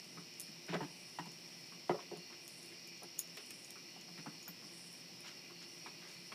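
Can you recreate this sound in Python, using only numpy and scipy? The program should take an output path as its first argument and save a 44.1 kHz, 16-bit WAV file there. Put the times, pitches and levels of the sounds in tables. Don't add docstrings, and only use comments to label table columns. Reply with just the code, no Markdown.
import sys
import numpy as np
from scipy import signal
from scipy.fft import rfft, irfft, next_fast_len
from scipy.io import wavfile
from scipy.ndimage import uniform_filter1d, map_coordinates

SR = 44100
rng = np.random.default_rng(int(sys.argv[2]) if len(sys.argv) > 2 else 0)


def linear_from_db(decibels):
    return 10 ** (np.asarray(decibels, float) / 20)


def file_out(sig):
    cols = np.atleast_2d(sig).T
    lim = np.clip(cols, -1, 1)
    pcm = np.round(lim * 32767).astype(np.int16)
    wavfile.write(sys.argv[1], SR, pcm)


N = 279594

# frequency in Hz, density in dB per Hz.
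AIR_COLOUR = [(30, -20), (90, -16.5), (130, -1.5), (200, -4.5), (400, -10.5), (800, -13.5), (1500, -19.5),
              (2200, -12), (3600, -14.5), (5500, -8), (6400, -21.5), (10000, -25), (15500, -27)]
AIR_DB = -58
# frequency in Hz, width in Hz, level in dB.
MACHINE_LINES = [(172.9, 5.3, -66.5), (345, 13.3, -67.5), (251, 31, -71.5), (600.4, 19, -83)]

# carrier in Hz, spread in Hz, wing strokes per second, level in dB, swell in dB.
CHOIRS = [(2013, 40, 45, -72.5, 0), (2426, 120, 56, -67.5, 2), (2888, 170, 60, -69, 1.5),
          (4420, 200, 120, -69, 2.5), (5230, 130, 110, -62.5, 2), (5597, 170, 120, -61.5, 1)]
# time in seconds, effort in dB.
CHORUS_EFFORT = [(0.0, -5.5), (1.24, 0.5), (1.8, -6), (2.19, 6), (2.58, -4), (2.95, 6), (3.2, -3),
                 (4.34, 3.5), (4.63, -5.5), (5.7, 4), (6.34, 3)]
FOLLOW_HIGH, FOLLOW_MIDDLE, FOLLOW_LOW = 0.032, 0.95, 0.23
# carrier in Hz, wing strokes per second, level in dB, pitch drift as a share.
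NEAR_CRICKETS = [(2780, 71, -75, 0.00062), (4420, 45, -73.5, 0.00198)]
# start in seconds, length in seconds, level in dB.
KATYDID_BURSTS = [(-0.1, 0.39, -72), (0.356, 0.17, -65), (0.77, 0.49, -67), (1.2, 0.61, -73),
                  (2.376, 0.39, -62.5), (3.28, 0.52, -63.5), (4.05, 0.44, -72), (4.59, 0.49, -62.5),
                  (5.58, 0.35, -70), (6.104, 0.69, -66)]
BURST_EDGE, KATYDID_REST_DB = 0.32, -75.5
# frequency in Hz, density in dB per Hz.
WING_COLOUR = [(5500, -30), (7000, -9), (8000, -2), (9000, 0), (10500, -3), (11800, -12), (13500, -24),
               (16000, -34)]
# start in seconds, length in seconds, carrier in Hz, level in dB.
TRILLS = [
    (0.84, 0.18, 4770, -67),
    (2.1, 0.25, 4340, -67),
    (2.72, 0.26, 4700, -63),
    (3.83, 0.13, 4400, -66),
]

# time in seconds, crack in dB, ring in dB, struck spot from 0 low to 2 high.
TAG_TOUCHES = [(0.0446, -41, -51, 0.54), (0.339, -52, -48, 0.38), (0.398, -35, -29, 1),
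               (0.4034, -24, -46, 0.6), (0.4138, -29, -37, 1), (0.6668, -49, -48, 1),
               (0.9681, -46, -55, .75), (1.257, -41, -52, .15), (1.318, -41, -44, .4),
               (2.173, -51, -43, .95), (2.4782, -31, -37, 0.63), (2.6287, -44, -43, 0.67),
               (2.66, -41, -46, 1.2), (2.8737, -33, -46, 1.5), (2.976, -50, -50, .1),
               (3.033, -42, -40.5, 1), (3.2744, -45, -46, 0.43), (3.3705, -32, -43, 1.3),
               (3.4599, -40, -51, .35), (3.5062, -26.5, -42, 0.66), (3.6464, -50, -40, .05),
               (3.7057, -27.5, -47, 1.05), (3.9039, -52, -52, .9), (4.011, -47, -42, .05),
               (4.4267, -42, -51, .35), (4.479, -52, -41.5, .05), (4.929, -52, -47, 1),
               (5.2055, -45, -42, 1.23), (5.625, -53, -47, .3)]
# the same four, then ring time (t60) in seconds.
TAG_CLASH = [(3.182, -43, -48, .05, 0.007), (3.1876, -34, -44, 1.2, .02), (3.191, -28, -27.5, 2, 0.0086),
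             (3.1911, -29, -21, 0.39, 0.0083), (3.1974, -35, -38, 1.1, 0.011),
             (3.1972, -35, -39, .45, 0.0055), (3.2064, -43, -53, 1.9, .014), (4.4795, -60, -48.5, 2, 0.05),
             (4.428, -62, -59, .05, 0.059)]
# frequency in Hz, level in dB.
TAG_MODES = [
    [(6740, 8), (7080, -1)],
    [(8300, -23), (9600, 4), (10400, -0.5)],
    [(13280, 4), (14130, 5), (14800, -25)],
]
TAG_RING_S, SPOT_DB = 0.0073, 14

# time in seconds, plank in dB, pad thump in dB,
# claw pitch in Hz, claw in dB.
STEPS = [(0.155, -54.5, -55, 1190, -79), (0.174, -52, -65, 1180, -59.5), (0.478, -66, -57, 2000, -67),
         (0.685, -40.5, -45, 1540, -65), (0.727, -32.5, -49, 824, -54), (0.741, -38.5, -42.5, 1660, -55),
         (0.751, -38.5, -52, 616, -46), (0.761, -42, -58, 940, -60), (0.807, -41, -44, 910, -49.5),
         (0.829, -54, -47.5, 860, -53), (1.188, -52, -50, 905, -45.5), (1.258, -53, -55.5, 950, -62),
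         (1.895, -20, -40, 963, -40.5), (1.909, -34, -51, 617, -41.5), (1.944, -42, -74, 563, -48.5),
         (1.987, -54, -74, 1070, -58.5), (2.114, -37, -58.5, 880, -62), (2.128, -45, -61, 450, -60.5),
         (2.16, -49.5, -55.5, 1070, -67)]
# time in seconds, strength in dB, claw pitch in Hz,
# weight on the pad from 0 to 1.
SHIFTS = [(1.723, -66, 1160, 0.3), (2.302, -68, 934, .1), (2.717, -66, 2110, 0.06), (3.022, -61, 616, 0.3),
          (3.032, -62.5, 800, 0.3), (3.371, -59, 2800, 0.17), (3.504, -61, 2400, 0.44),
          (3.758, -64.5, 1270, 0.2), (3.964, -66, 780, 0.7), (4.083, -67, 810, 0.95),
          (4.175, -62.5, 2300, 1), (4.261, -55.5, 890, 0.96), (4.476, -66.5, 1510, 1),
          (4.625, -68.5, 1180, 1), (4.928, -72, 2040, 0.4), (5.5, -67.5, 1200, 0.05),
          (5.862, -54, 1090, 0.42), (6.32, -56.5, 1040, .4)]
PLANK_OVER_DB, PLANK_LOSS_DB = 13, 26
PAD_OVER_DB, PAD_GAIN_DB = -12.5, 22
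CONTACT_S, CONTACT_GROWS = 0.007, 0.12
PAD_LAG = 0.9
# frequency in Hz, width in Hz, level in dB.
DECK_MODES = [(36, 25, -14.5), (149, 29, -1.5), (171.3, 19, 8), (298, 22, -2)]
# frequency in Hz, width in Hz, level in dB.
PLANK_MODES = [(362, 33, 4), (427, 29, 4.5), (580, 115, -3), (733, 66, 2), (850, 44, -14), (1070, 100, -34),
               (1430, 70, -18), (1587, 140, -70), (2040, 24, -81)]
# start in seconds, length in seconds, level in dB, centre in Hz.
SCUFFS = [(0.678, 0.094, -47, 2200), (0.732, 0.035, -38, 1300), (.808, 0.059, -55.5, 2250),
          (1.891, 0.029, -50, 2280), (2.32, 0.026, -56, 2000), (3.371, 0.016, -48, 2700),
          (3.385, .03, -57.5, 2500), (3.19, .006, -49.5, 5500), (3.196, 0.0054, -54, 5300),
          (4.172, 0.038, -54.5, 1990), (4.262, 0.023, -47, 1260), (5.235, 0.098, -55, 2500),
          (5.265, 0.037, -53, 3870), (0.732, 0.019, -43, 2830), (0.739, 0.0098, -70, 4500),
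          (4.47, 0.031, -54.5, 1210), (2.0, 0.033, -57, 2500), (1.183, 0.031, -51.5, 2250),
          (5.611, 0.042, -55.5, 3060), (5.866, 0.022, -53, 2800), (6.002, 0.16, -58.5, 2270),
          (6.073, 0.1, -64, 6270), (6.104, .006, -71, 7000), (6.318, 0.019, -48, 2450)]

# frequency in Hz, t60 in seconds.
PORCH_DECAY = [(150, 0.24), (600, 0.32), (3000, 0.086), (12000, 0.096)]


def unit(x):
    return x / np.sqrt(np.mean(x ** 2) + 1e-20)


def along(points, hz):
    f, v = np.transpose(points)
    return np.interp(np.log(hz + 1), np.log(f + 1), v)


def curves(rows):
    s, *cols = np.transpose(rows)
    return [np.interp(np.arange(N) / SR, s, c) for c in cols]


def wobble(rate):
    return map_coordinates(rng.standard_normal(1000), [np.arange(N) * rate / SR])


def swell(s, length):
    t = np.arange(N) / SR
    return np.clip(np.minimum(t - s, s + length - t) / (BURST_EDGE * length), 0, 1)


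def filtered(x, response):
    m = next_fast_len(len(x) + SR // 2)
    return irfft(rfft(x, m) * response(np.fft.rfftfreq(m, 1 / SR)), m)[:len(x)]


def resonances(modes):
    def response(f):
        total = 0
        for k, (hz, width, db) in enumerate(modes):
            total = total + (-1) ** k * linear_from_db(db) * 1j * f * width / (hz * hz - f * f + 1j * f * width)
        return total
    return response


def hiss(response):
    return unit(filtered(rng.standard_normal(N), response))


def night():
    drift_db = 0.4 * wobble(4)
    out = linear_from_db(AIR_DB + drift_db) * hiss(lambda f: linear_from_db(along(AIR_COLOUR, f)))
    for hz, width_hz, db in MACHINE_LINES:
        out += linear_from_db(db) * hiss(resonances([(hz, width_hz, 0)]))
    return out


def singer(hz, strokes, drift, depth):
    tone = 2 * np.pi * np.cumsum(hz * (1 + drift * wobble(25))) / SR
    stroke = 2 * np.pi * (np.cumsum(strokes * (1 + 0.02074 * wobble(3))) / SR + rng.random())
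    return np.sin(tone) * (1 + depth * np.cos(stroke))


def choirs(count=9):
    effort_db, = curves(CHORUS_EFFORT)
    out = np.zeros(N)
    for hz, spread_hz, strokes, db, swell_db in CHOIRS:
        voices = np.zeros(N)
        for u in np.linspace(-1, 1, count):
            voices += singer(hz + spread_hz * u, strokes * (1 + 0.2 * u), drift=0.012, depth=0.99)
        follow = FOLLOW_HIGH if hz > 4900 else FOLLOW_MIDDLE if hz > 3600 else FOLLOW_LOW
        out += linear_from_db(db + swell_db * wobble(11) + follow * effort_db) * unit(voices)
    return out


def near_crickets():
    out = np.zeros(N)
    for hz, strokes, db, drift in NEAR_CRICKETS:
        out += linear_from_db(db + 4.0 * wobble(6.4)) * unit(singer(hz, strokes, drift, depth=0.37))
    return out


def katydid():
    rasp = hiss(lambda f: linear_from_db(along(WING_COLOUR, f))) * linear_from_db(1.9 * wobble(70))
    bursts = sum(linear_from_db(db) * swell(s, length) for s, length, db in KATYDID_BURSTS)
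    return linear_from_db(-3.5) * (bursts + linear_from_db(KATYDID_REST_DB)) * unit(rasp)


def trills():
    out = np.zeros(N)
    for s, length, hz, db in TRILLS:
        out += linear_from_db(db) * swell(s, length) * singer(hz, 40, drift=0.0015, depth=0.4)
    return out


def tags():
    out, t = np.zeros(N + SR), np.arange(SR // 4) / SR
    damped = [(*row, TAG_RING_S) for row in TAG_TOUCHES]
    for s, crack_db, top_db, spot, ring_s in damped + TAG_CLASH:
        luck, rough = rng.standard_normal((3, 3)), rng.standard_normal((4, len(t)))
        crack = filtered(rough[3] * linear_from_db(-60 * t / 0.0084), resonances([(8100, 10000, 0)]))
        x = linear_from_db(crack_db - 3.0) * crack
        fade = linear_from_db(-60 * t / np.clip(ring_s, 0.004, 0.3))
        group_db = top_db - SPOT_DB * np.abs(np.arange(3) - spot)
        for group, db, row, noise in zip(TAG_MODES, group_db, luck, rough):
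            tones = np.zeros(len(t))
            for (hz, level_db), u in zip(group, row):
                tones += linear_from_db(level_db + 1.1 * u) * np.sin(2 * np.pi * hz * (1 + 0.0052 * u) * t)
            middle_hz = group[1][0]
            rattle = filtered(noise, resonances([(middle_hz, 0.23 * middle_hz, 14)]))
            x += linear_from_db(db) * fade * (tones + rattle * linear_from_db(-60 * t / 0.0093))
        out[round(s * SR):][:len(t)] += x * (1 - np.exp(-t / 0.0011))
    return out[:N]


def weight_shifts():
    rows = []
    for s, db, claw_hz, weight in SHIFTS:
        plank_db = db + PLANK_OVER_DB - PLANK_LOSS_DB * weight
        pad_db = db + PAD_OVER_DB + PAD_GAIN_DB * weight
        rows.append((s, plank_db, pad_db, claw_hz, db))
    return rows


def paws():
    out, t = np.zeros(N + SR), np.arange(SR // 3) / SR
    blow = 3.34 * t / 0.00027 * np.exp(-t / 0.00015)
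    for s, plank_db, pad_db, claw_hz, claw_db in STEPS + weight_shifts():
        hard_db = max(plank_db, claw_db + 14) + 24.5
        contact_s = np.clip(CONTACT_S * linear_from_db(-CONTACT_GROWS * hard_db), 0.001, 0.1)
        shape = np.exp(-t / contact_s) * (1 - np.exp(-t / (0.55 * contact_s)))
        push = rng.standard_normal((3, len(t))) * shape
        push += blow * linear_from_db(0.5 * hard_db)
        push[2] += 0.64 * blow
        lag = round(PAD_LAG * contact_s * SR)
        push[1] = np.pad(push[1], (lag, 0))[:len(t)]
        claw_modes = [(claw_hz, 0.1 * claw_hz * linear_from_db(-0.3 * hard_db), 0),
                      (2.1 * claw_hz, 0.17 * claw_hz, -8),
                      (3.2 * claw_hz, 0.3 * claw_hz, -16)]
        plank = filtered(push[0], resonances(PLANK_MODES))
        pad = filtered(push[1], resonances(DECK_MODES))
        claw = filtered(push[2], resonances(claw_modes))
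        dull_hz = 1600 * linear_from_db(0.27 * (plank_db + 4.5))
        plank = filtered(plank, lambda f: 1 / (1 + 1j * f / dull_hz) ** 2)
        parts = [(plank_db - 1.5, plank), (pad_db + 8.5, pad), (claw_db + 14.5, claw)]
        step = sum(linear_from_db(db) * part / np.abs(part).max() for db, part in parts)
        out[round((s - 0.0006) * SR):][:len(t)] += step
    return out[:N]


def scuffs():
    out = np.zeros(N + SR)
    for s, length, db, hz in SCUFFS:
        u = np.arange(SR // 4) / SR / length
        grit_db = 24 * uniform_filter1d(rng.standard_normal(len(u)), size=64)
        grain = rng.standard_normal(len(u)) * linear_from_db(grit_db)
        body = resonances([(hz, 1.2 * hz, 0)])
        rush = filtered(grain / np.std(grain), lambda f: body(f) / (1 + 1j * f / (2.34 * hz)) ** 4)
        out[round(s * SR):][:len(u)] += linear_from_db(db + 10.0) * rush * np.minimum(u / 0.13, 1) * np.exp(-u ** 3)
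    return out[:N]


def porch(x, delay_s=0.0054):
    hz, t, z = signal.stft(rng.standard_normal(SR // 2), SR, nperseg=256)
    fade = linear_from_db(-60 * t / along(PORCH_DECAY, hz)[:, None])
    tail = signal.istft(z * fade, SR, nperseg=256)[1]
    late = np.pad(x, (round(delay_s * SR), 0))
    return signal.fftconvolve(late, tail / np.linalg.norm(tail))[:N]


def scene():
    far = night() + choirs() + near_crickets() + katydid() + trills()
    metal = tags()
    feet = paws() + scuffs()
    mono = far + feet + metal + linear_from_db(-12) * porch(feet) + linear_from_db(-6.5) * porch(metal)
    return np.array([mono, mono])


def roll_off(x):
    return signal.sosfilt(signal.butter(12, 15470, fs=SR, output="sos"), x)


def record(dry):
    cut = filtered(dry[0], lambda f: (1j * f / (90 + 1j * f)) ** 2 * (f < 15500))
    return roll_off(np.array([cut, cut]))


dry = scene()
out = record(dry)
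file_out(out)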